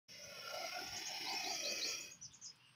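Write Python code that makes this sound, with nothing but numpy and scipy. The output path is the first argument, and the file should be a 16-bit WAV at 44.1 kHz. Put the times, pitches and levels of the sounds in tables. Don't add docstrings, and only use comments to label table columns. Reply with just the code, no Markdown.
import sys
import numpy as np
from scipy import signal
from scipy.fft import rfft, irfft, next_fast_len
from scipy.io import wavfile
from scipy.ndimage import map_coordinates

SR = 44100
rng = np.random.default_rng(int(sys.argv[2]) if len(sys.argv) > 2 else 0)


def wrap_up_sound(samples):
    columns = np.atleast_2d(samples).T
    tamed = np.clip(columns, -1, 1)
    steps = np.round(tamed * 32767).astype(np.int16)
    wavfile.write(sys.argv[1], SR, steps)


N = 121275


def amp(db):
    return 10 ** (np.asarray(db) / 20)


def unit(x):
    return x / np.sqrt(np.mean(x ** 2) + 1e-20)


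def clock():
    return np.arange(N) / SR


def curves(rows):
    times, *columns = np.transpose(rows)
    return [np.interp(clock(), times, column) for column in columns]


def swells(rows):
    return sum(amp(db) * np.exp(-((clock() - s) / half) ** 2) for s, half, db in rows)


def wobble(rate):
    return map_coordinates(rng.standard_normal(8192), [clock() * rate], mode="wrap")


def filtered(x, response):
    size = next_fast_len(N + SR // 2)
    return irfft(rfft(x, size) * response(np.fft.rfftfreq(size, 1 / SR)), size)[:N]


def noise(response):
    return unit(filtered(rng.standard_normal(N), response))


def colour(points):
    f, db = np.transpose(points)
    return lambda hz: amp(np.interp(np.log(hz + 1), np.log(f + 1), db))


def resonance(hz, centre, width):
    return (hz * width) ** 2 / ((centre ** 2 - hz ** 2) ** 2 + (hz * width) ** 2)


def ringing_air(modes):
    def response(hz):
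        gains = [amp(db) * resonance(hz, f, width * np.sqrt(2)) ** 2 for f, width, db in modes]
        return np.sqrt(sum(gain ** 2 for gain in gains))
    return noise(response)


def glide(air, ratio):
    return unit(map_coordinates(air, [np.cumsum(ratio)], mode="wrap"))


def yard():
    # f/Hz, relative level/dB
    air_colour = [(25, -9), (70, -37), (130, 15.5), (300, -42), (900, 3), (1150, 2), (1900, -2),
                  (3200, 3.5), (3900, -6.5), (5000, 2), (7200, -31), (8000, -19), (10000, -12),
                  (11200, -45), (15500, -19)]
    # t/s, level/dB
    drone_levels = [(.1, -71), (1.0, -74), (2.0, -70.5), (2.4, -77), (2.75, -78.5)]
    air = amp(-71) * noise(colour(air_colour))
    drone = amp(curves(drone_levels)[0]) * ringing_air([(150.7, 198, 0)])
    return air + drone


def bumps():
    # t/s, half length/s, level/dB
    nudges = [(0.275, 0.025, -59), (0.913, 0.06, -60.5), (2.255, 0.054, -65.5)]
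    return swells(nudges) * ringing_air([(93, 92, 0)])


def ticks(t60_s=0.07):
    # t/s, level/dB, f/Hz
    hits = [(2.319, -75, 8000), (2.517, -66, 2500), (2.558, -71, 8500), (2.609, -69, 2500)]
    t = clock()
    return sum((t > s) * amp(db - 60 * np.abs(t - s) / t60_s) * ringing_air([(hz, hz / 2, 0)])
               for s, db, hz in hits)


def wall(x, wall_db, direct_db=-4, t60_s=0.14, delay_s=0.00074):
    t = np.arange(SR // 3) / SR
    scatter = rng.standard_normal(len(t)) * amp(-60 * t / t60_s) * (t > delay_s)
    answer = signal.fftconvolve(x, scatter)
    answer *= np.linalg.norm(x) / np.linalg.norm(answer)
    return amp(direct_db) * np.pad(x, (0, len(t) - 1)) + amp(wall_db) * answer


def sing(notes, wall_db, arch_hz=149, edge_s=0.0063):
    song = np.zeros(N + SR)
    rasp_hz, rasp_db = 470 * wobble(800), 4.5 * wobble(400)
    for s, length, start_hz, end_hz, db, rough in notes:
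        t = np.arange(int(length * SR)) / SR
        progress = t / length
        at = round(s * SR) + np.arange(len(t))
        arch = arch_hz * (np.sin(np.pi * progress) - .5)
        hz = start_hz + (end_hz - start_hz) * progress + arch + rough * rasp_hz[at % N]
        gate = np.sin(np.pi / 2 * np.clip(np.minimum(t, length - t) / edge_s, 0, 1))
        tone = amp(rough * rasp_db[at % N]) * np.sin(2 * np.pi * np.cumsum(hz) / SR)
        note = wall(amp(db) * unit(gate * tone), wall_db)
        song[at[0]:][:len(note)] += note
    return song[:N]


def bird(chirp_start_hz=3874, chirp_end_hz=4825, chirp_rough=.25):
    # t/s, length/s, start f/Hz, end f/Hz, level before the wall/dB, roughness
    twitters = [(0.211, 0.042, 5610, 5900, -58, 0.56), (0.394, 0.0089, 5230, 5700, -52, 0.63),
                (0.561, 0.048, 5210, 5270, -55, 0.4), (0.656, 0.018, 5550, 5810, -53, .5),
                (0.863, 0.023, 6000, 6630, -60.5, 0.77), (0.956, 0.025, 5460, 7000, -51.5, 0.75),
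                (1.054, 0.024, 5590, 7100, -49, 0.4), (1.323, 0.018, 7300, 7080, -57, 0.15),
                (1.349, 0.012, 5390, 5310, -42, 0), (1.509, 0.05, 6490, 6110, -54, 0.6),
                (1.69, 0.036, 6530, 6040, -56.5, 0.6), (1.869, 0.04, 6730, 6310, -51, 0.49),
                (1.998, 0.017, 6600, 6880, -54, 0.2), (2.107, 0.028, 6370, 6720, -57.5, 0.31),
                (2.211, 0.038, 5896, 6150, -55.5, 0.17), (2.226, 0.032, 6570, 5040, -55.5, 0.58),
                (2.303, 0.036, 3250, 3790, -71, .7), (2.326, 0.033, 7080, 5900, -62, 1.17),
                (2.412, 0.032, 6380, 6330, -58, 0.53), (2.44, 0.032, 6650, 5170, -54, 0.89),
                (2.452, 0.042, 5000, 5140, -55.5, 0.16), (2.595, 0.11, 2763, 2820, -74, 0.27),
                (2.655, 0.083, 8280, 8520, -82, 0.26)]
    # t/s, length/s, level before the wall/dB
    calls = [(1.258, 0.065, -48.5), (1.438, .085, -49.5), (1.636, .065, -44.5), (1.812, 0.057, -43)]
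    chirps = [(s, length, chirp_start_hz, chirp_end_hz, db, chirp_rough) for s, length, db in calls]
    return sing(twitters, wall_db=2) + sing(chirps, wall_db=-1)


def eddies(air, depth_db=6, width_hz=100, life_s=.14, half_depth_hz=11000):
    spectra = signal.stft(air, SR, nperseg=1024)[2]
    band, frame = np.indices(spectra.shape)
    hz, t = band * SR / 1024, frame * 512 / SR
    field = map_coordinates(rng.standard_normal((400, 64)), [hz / width_hz, t / life_s], mode="wrap")
    ripple_db = depth_db / (1 + (hz / half_depth_hz) ** 2) * np.tanh(field)
    return unit(signal.istft(spectra * amp(ripple_db), SR, nperseg=1024)[1][:N])


def body():
    # t/s, half length/s, level/dB
    puffs = [(.64, 0.059, -61.5), (.83, 0.049, -56), (.995, 0.05, -58.5), (1.13, 0.042, -70.5),
             (1.255, 0.049, -58.5), (1.35, .03, -55.5), (1.485, 0.049, -52.5), (1.71, 0.11, -57.5),
             (1.86, 0.031, -59), (2.01, 0.082, -65.5)]
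    # f/Hz, width/Hz, relative level/dB
    modes = [(213, 21.5, -10), (327, 125, -5.5), (406.4, 48, -10.5)]
    return swells(puffs) * ringing_air(modes)


def mouth():
    # t/s, level/dB
    levels = [(.08, -61.5), (.35, -62.5), (.6, -107), (1.0, -85), (1.4, -70), (2.2, -100)]
    return amp(curves(levels)[0]) * noise(lambda hz: resonance(hz, centre=5500, width=2560) ** 4)


def fizz(flutter_db=.9):
    # f/Hz, relative level/dB
    fizz_colour = [(1200, 3.5), (3600, -3), (6700, -22), (7300, -10.5), (7700, 2.5), (8900, -5), (10400, 7),
                   (11200, 0.5), (12200, 7), (13500, 3), (15500, 7)]
    return amp(flutter_db * wobble(rate=35)) * eddies(noise(colour(fizz_colour)))


def airway(close_mid_s=1.454, close_length_s=0.44, wander=.009):
    # f/Hz, width/Hz, relative level/dB
    open_modes = [(1780, 170, -7.5), (2154, 360, -2), (2492, 210, 0.5), (2950, 370, -5), (3384, 73, -2),
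                  (3900, 780, -12), (4196, 140, -6), (4780, 290, -3), (5140, 170, -4), (5415, 490, 0.5),
                  (5880, 370, -8), (6510, 450, -14.5)]
    # f/Hz, width/Hz, relative level/dB
    closing_modes = [(1280, 76, -10.5), (2014, 530, -13.5), (2482, 270, -2), (2910, 47, -8),
                     (3250, 270, -6.5), (4167, 130, -6), (4880, 890, -6), (5677, 460, -1),
                     (6200, 340, -8.5), (6760, 170, -13.5)]
    turn = np.pi / 2 * np.clip((clock() - close_mid_s) / close_length_s + .5, 0, 1)
    wide = glide(ringing_air(open_modes), 1 + wander * wobble(rate=9))
    return eddies(np.cos(turn) * wide + np.sin(turn) * ringing_air(closing_modes))


def upper_throat():
    # f/Hz, width/Hz, relative level/dB
    modes = [(1116, 41, -4.5), (1424, 144, 4)]
    # t/s, pitch ratio, level/dB
    bends = [(.1, 1.03, -79.5), (.3, 1.005, -64.5), (.4, 0.95, -67), (.48, 0.99, -53.5), (.7, 0.96, -58),
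             (.775, 1.02, -50), (.83, 1, -60), (1.03, 1.07, -65), (1.15, 1.09, -66.5), (1.42, 1.04, -66),
             (1.6, 1.06, -84), (1.95, 0.94, -63), (2.12, 1.11, -83.5)]
    ratio, db = curves(bends)
    return amp(db) * eddies(glide(ringing_air(modes), ratio))


def throat(width_hz=270, echo_s=0.00672, echo_gain=0.24):
    # t/s, f/Hz, level/dB
    surges = [(.1, 574, -76), (.24, 556, -62.5), (.37, 593, -57.5), (.46, 566, -60), (.54, 658, -48),
              (.65, 670, -52), (.705, 663, -64.5), (.77, 705, -48), (.87, 740, -54.5), (.97, 710, -51.5),
              (1.045, 773, -66.5), (1.1, 750, -51), (1.16, 760, -51.5), (1.225, 800, -58), (1.28, 826, -46),
              (1.36, 808, -48.5), (1.43, 760, -55.5), (1.505, 800, -46), (1.58, 650, -63.5),
              (1.67, 598, -53.5), (1.78, 523, -57.5), (1.91, 527, -54.5), (1.99, 570, -67), (2.2, 530, -86)]
    centre_hz, db = curves(surges)
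    hz, t, spectra = signal.stft(rng.standard_normal(N), SR, nperseg=1024)
    gain = resonance(hz[:, None], np.interp(t, clock(), centre_hz), width_hz) ** 2
    air = signal.istft(spectra * gain, SR, nperseg=1024)[1][:N]
    echoed = filtered(air, lambda f: 1 + echo_gain * np.exp(-2j * np.pi * f * echo_s))
    return amp(db) * eddies(unit(echoed))


def cobra(airway_trim_db=4.5, fizz_trim_db=5, sputter_db=1.07):
    # t/s, airway level/dB, fizz level/dB
    push = [(.09, -68, -77), (.14, -60.5, -77), (.22, -65.5, -74), (.33, -59.5, -70.5), (.41, -58, -71),
            (.5, -53.5, -66), (1.02, -52.5, -65.5), (1.12, -51, -65), (1.26, -50.5, -65.5),
            (1.48, -48.5, -63.5), (1.7, -50, -64.5), (1.92, -48, -63), (2.01, -54.5, -65.5),
            (2.11, -63.5, -74), (2.19, -87, -94)]
    airway_db, fizz_db = curves(push)
    hiss = amp(airway_db + airway_trim_db) * airway()
    hiss += throat() + upper_throat() + body() + mouth()
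    hiss += amp(fizz_db + fizz_trim_db) * fizz()
    return hiss * amp(sputter_db * wobble(rate=110))


def scene():
    return (cobra() + bird() + yard() + bumps() + ticks())[None]


def record(dry, start_s=0.081, fade_s=0.012, top_hz=15600):
    opening = np.clip((clock() - start_s) / fade_s, 0, 1)
    notch = lambda hz: amp(-12 * np.exp(-((hz - 7300) / 120) ** 2))
    return filtered(dry[0] * opening, lambda hz: notch(hz) * (hz < top_hz))[None]


dry = scene()
out = record(dry)
wrap_up_sound(out)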